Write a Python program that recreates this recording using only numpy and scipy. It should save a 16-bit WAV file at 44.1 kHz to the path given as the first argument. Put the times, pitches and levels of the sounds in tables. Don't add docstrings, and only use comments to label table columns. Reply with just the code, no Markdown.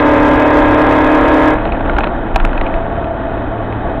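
import sys
import numpy as np
from scipy import signal
from scipy.fft import rfft, irfft
from scipy.io import wavfile

SR = 44100
rng = np.random.default_rng(int(sys.argv[2]) if len(sys.argv) > 2 else 0)


def put_to_file(sound):
    columns = np.atleast_2d(sound).T
    safe = np.clip(columns, -1, 1)
    whole_steps = np.round(safe * 32767)
    wavfile.write(sys.argv[1], SR, whole_steps.astype(np.int16))


N = 176400
T = np.arange(N) / SR

# mode in Hz, relative level in dB, seconds to fall by 60 dB.
PART_BODY_MODES = [(648.4, -2.5, 0.054), (783, 0, .03), (976, -5.5, 0.051), (1153, -6, 0.021),
                   (1388, -2.5, .025), (1642, -7, .02)]
# mode in Hz, relative level in dB, seconds to fall by 60 dB.
PART_CLACK_MODES = [(1850, 0, .014), (2200, 0, .015), (2540, 0, .017), (2950, -4, .012), (3500, -12, .012)]


def gearbox(turns):
    # multiple of the mesh rate, then lower sideband, centre and upper sideband in relative dB.
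    mesh_tones = [(2, -19, -14, -27), (3, -27, -25, -27), (4, -21, -23, -26), (5, -33, -31, -28),
                  (6, -34, -24, -29), (7, -26, -29, -35), (8, -41, -38, -31), (9, -36, -37, -41),
                  (10, -45, -40, -39), (11, -32, -33, -36), (12, -49, -44, -44), (13, -45, -48, -39),
                  (14, -43, -39, -57), (15, -49, -49, -56)]
    # frequency in Hz, relative level in dB.
    grind_spectrum = [(120, -22.5), (230, -14), (400, -3), (600, -3), (800, -8.5), (1100, -6), (1400, -8),
                      (1900, -10.5), (2300, -14.5), (2750, -23.5), (3200, -21), (3800, -26), (4400, -50.5)]
    # centre in Hz, width in Hz, lift in dB.
    housing = [(576, 120, 4), (964, 40, 10.5), (1160, 44, 2), (1646, 23, 11.5), (2544, 65, 12.5)]
    gear_ratio, jitter_cycles = 4.209, 0.0061
    tilt_db_per_octave = 1.3
    release_s, release_db_per_s = 1.514, 179
    mesh = gear_ratio * turns + jitter_cycles * walk(38)
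    drone = 0
    for multiple, lower_db, centre_db, upper_db in mesh_tones:
        cycles, wobble = multiple * mesh + rng.random(), turns + rng.random()
        tilt_db = tilt_db_per_octave * np.log2(multiple)
        for side, sign, db in ((-1, -1, lower_db), (0, 1, centre_db), (1, 1, upper_db)):
            drone += sign * tone(cycles + side * wobble, db + tilt_db, flutter_db=1.26, flutter_hz=16)
    throb = np.exp(0.15 * np.cos(2 * np.pi * turns))
    grind = colour(throb * rng.standard_normal(N), grind_spectrum, housing)
    fade_db = release_db_per_s * np.maximum(T - release_s, 0)
    return (undb(-8.5) * unit(drone) + undb(-15.5) * unit(grind)) * undb(-fade_db)


def knocks():
    # start in seconds, peak of the body in dB, clack against the body in dB.
    strikes = [(1.652, -10, -8), (1.720, -11.5, -1.5), (1.806, -8.5, -18), (1.8955, -3.5, -9.5),
               (1.937, -10, -22), (1.965, -9, -12), (1.984, -0.5, -9), (2.0055, -11, -3), (2.034, -7, -8),
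               (2.040, -9, 1), (2.070, -7.5, -8.5), (2.275, -22, -16), (2.344, -21, 3), (2.3585, 6, -9.5),
               (2.399, -8, -6.5), (2.448, -3.5, -4.5), (2.529, -6.5, -19), (2.576, -9, -5), (2.611, -11, 0),
               (2.664, -12, -4), (2.739, -18.5, 3.5), (3.042, -20.5, -3), (3.724, -27.5, 5)]
    contact_s, crack_s = 0.0018, 0.004
    crack_band = signal.butter(2, (550, 2800), "bandpass", fs=SR, output="sos")
    out, t = np.zeros(N + SR), T[:SR // 25]
    for start, db, clack_db in strikes:
        push = 0.33 * rng.standard_normal(len(t)) * np.exp(-t / contact_s)
        push[0] += 1
        detune = 1 + 0.012 * rng.standard_normal()
        body = signal.fftconvolve(push, ring(PART_BODY_MODES, detune))
        clack = signal.fftconvolve(push, ring(PART_CLACK_MODES, detune))
        knock = body / np.abs(body).max() + undb(clack_db) * clack / np.abs(clack).max()
        crack = unit(signal.sosfilt(crack_band, rng.standard_normal(len(t)))) * np.exp(-t / crack_s)
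        knock[:len(t)] += undb(-12.5 + clack_db / 2) * crack
        onset = int(start * SR)
        out[onset:onset + len(knock)] += undb(db) * knock
    return out[:N]


def shudder():
    # time in seconds, rocking rate in Hz, level in dB.
    rocking = [(0, 24.4, -28), (1.5, 25, -27.5), (1.62, 20, -24), (1.75, 26, -27), (1.95, 28, -18),
               (2.1, 21.7, -20), (2.28, 23, -22), (2.35, 25.8, -23), (2.43, 24.2, -5.5), (2.52, 32, -16.5),
               (2.62, 19, -11), (2.7, 22, -23), (2.76, 22.4, -17), (2.88, 22, -34), (4, 21, -35.5)]
    cycles = np.cumsum(curve(rocking)) / SR
    rock = np.sqrt(2) * np.sin(2 * np.pi * cycles)
    roughness = 0.1 * walk(87)
    return (rock + roughness) * undb(curve(rocking, column=2))


def thumps():
    # start in seconds, peak of the envelope in dB.
    bumps = [(1.605, -16.5), (1.722, -7), (1.85, -14), (1.946, -9.5), (2.336, -5), (2.59, -11),
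             (2.745, -18)]
    thump_hz, rise_s = 41.1, 0.013
    out = np.zeros(N)
    for start, db in bumps:
        age = np.maximum(T - start, 0)
        envelope = age / rise_s * np.exp(1 - age / rise_s)
        out += undb(db) * envelope * np.sin(2 * np.pi * thump_hz * age)
    return out


def engine(turns):
    # multiple of the engine speed, level in dB before the gain below.
    orders = [(2, -30), (3, -27.5), (4, -46.5), (12, -39), (18, -30), (24, -39)]
    # time in seconds, gain of the hum in dB.
    hum_gain = [(0, 2), (1.5, 0.5), (1.65, -5), (2.4, -5.5), (2.85, -2), (4, 0.5)]
    hum = sum(tone(order * turns + rng.random(), db, flutter_db=2.9, flutter_hz=6.8)
              for order, db in orders)
    return hum * undb(curve(hum_gain))


def road():
    # frequency in Hz, relative level in dB.
    rumble_spectrum = [(12, -9.5), (24, 2), (50, 3.5), (85, -11.5), (140, -8), (200, -6.5), (310, -1.5),
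                       (450, -10), (580, -6.5), (760, -8.5), (900, -8.5), (1030, -16), (1500, -16.5),
                       (1900, -21), (2300, -33), (2800, -40.5), (3400, -37), (4300, -51)]
    # centre in Hz, width in Hz, lift in dB.
    cabin = [(734, 270, 0), (1125, 50, 6), (1500, 120, 1), (2530, 55, 11.5), (3050, 290, 8.5),
             (3710, 86, 9.5)]
    # time in seconds, level in dB.
    rumble_level = [(0, -15.5), (1.5, -16.5), (1.9, -15), (2.2, -18.5), (2.5, -17), (3, -19.5), (4, -19)]
    flicker_db = 1.0
    shake = rng.standard_normal(N) * undb(flicker_db * walk(7.6))
    return unit(colour(shake, rumble_spectrum, cabin)) * undb(curve(rumble_level))


def panel():
    # time in seconds, level in dB.
    singing_level = [(0, -39), (1.6, -33.5), (2.2, -28), (2.7, -23.5), (4, -28)]
    centre_hz, width_hz = 678, 30
    edges_hz = [centre_hz - width_hz / 2, centre_hz + width_hz / 2]
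    band = signal.butter(2, edges_hz, "bandpass", fs=SR, output="sos")
    return unit(signal.sosfilt(band, rng.standard_normal(N))) * undb(curve(singing_level))


def rattle():
    # time in seconds, level in dB.
    rattle_level = [(0, -33.5), (1.6, -30), (2.05, -28), (2.2, -36.5), (2.45, -29), (2.8, -32), (4, -40)]
    taps_per_s, spread_db = 140, 2.5
    taps = (rng.random(N) < taps_per_s / SR) * rng.choice([-1, 1], N)
    strength = undb(spread_db * rng.standard_normal(N))
    response = ring(PART_BODY_MODES) + undb(-6.5) * ring(PART_CLACK_MODES)
    return unit(signal.fftconvolve(taps * strength, response)[:N]) * undb(curve(rattle_level))


def undb(db):
    return 10 ** (np.asarray(db) / 20)


def unit(x):
    return x / np.std(x)


def curve(table, column=1):
    rows = np.array(table)
    return np.interp(T, rows[:, 0], rows[:, column])


def walk(rate_hz):
    rolloff = 1 + (np.fft.rfftfreq(N, 1 / SR) / rate_hz) ** 4
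    return unit(irfft(rfft(rng.standard_normal(N)) / rolloff, N))


def tone(cycles, db, flutter_db, flutter_hz):
    return np.sqrt(2) * undb(db + flutter_db * walk(flutter_hz)) * np.sin(2 * np.pi * cycles)


def colour(x, spectrum, resonances):
    freqs, rows = np.fft.rfftfreq(N, 1 / SR) + 1e-3, np.array(spectrum)
    db = np.interp(np.log(freqs), np.log(rows[:, 0]), rows[:, 1])
    for hz, width, lift in resonances:
        db += lift / (1 + (2 * (freqs - hz) / width) ** 2)
    return irfft(rfft(x) * undb(db), N)


def ring(modes, detune=1):
    t = T[:SR // 8]
    ringing = sum((-1) ** k * undb(db - 60 * t / t60) * np.sin(2 * np.pi * hz * detune * t)
                  for k, (hz, db, t60) in enumerate(modes))
    return ringing / np.abs(ringing).max()


def scene():
    # time in seconds, engine speed in turns per second.
    engine_speed = [(0, 35.35), (.25, 35.38), (.5, 35.63), (.95, 36.08), (1.3, 36.5), (1.5, 36.5),
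                    (1.7, 37.4), (2.1, 34.5), (2.6, 37.8), (2.95, 36.0), (4, 36.3)]
    turns = np.cumsum(curve(engine_speed)) / SR
    mix = gearbox(turns) + engine(turns) + road() + panel() + shudder() + thumps() + knocks() + rattle()
    return mix[None]


def record(dry):
    saturation_level, clip_level = 1.2, 0.735
    band_hz, top_hz = 4200, 15900
    soft = saturation_level * np.tanh(dry / saturation_level)
    narrow = signal.sosfilt(signal.cheby1(12, .5, band_hz, fs=SR, output="sos"), soft)
    clipped = np.clip(narrow, -clip_level, clip_level)
    return signal.sosfilt(signal.ellip(8, .2, 70, top_hz, fs=SR, output="sos"), clipped)


dry = scene()
out = record(dry)
put_to_file(out)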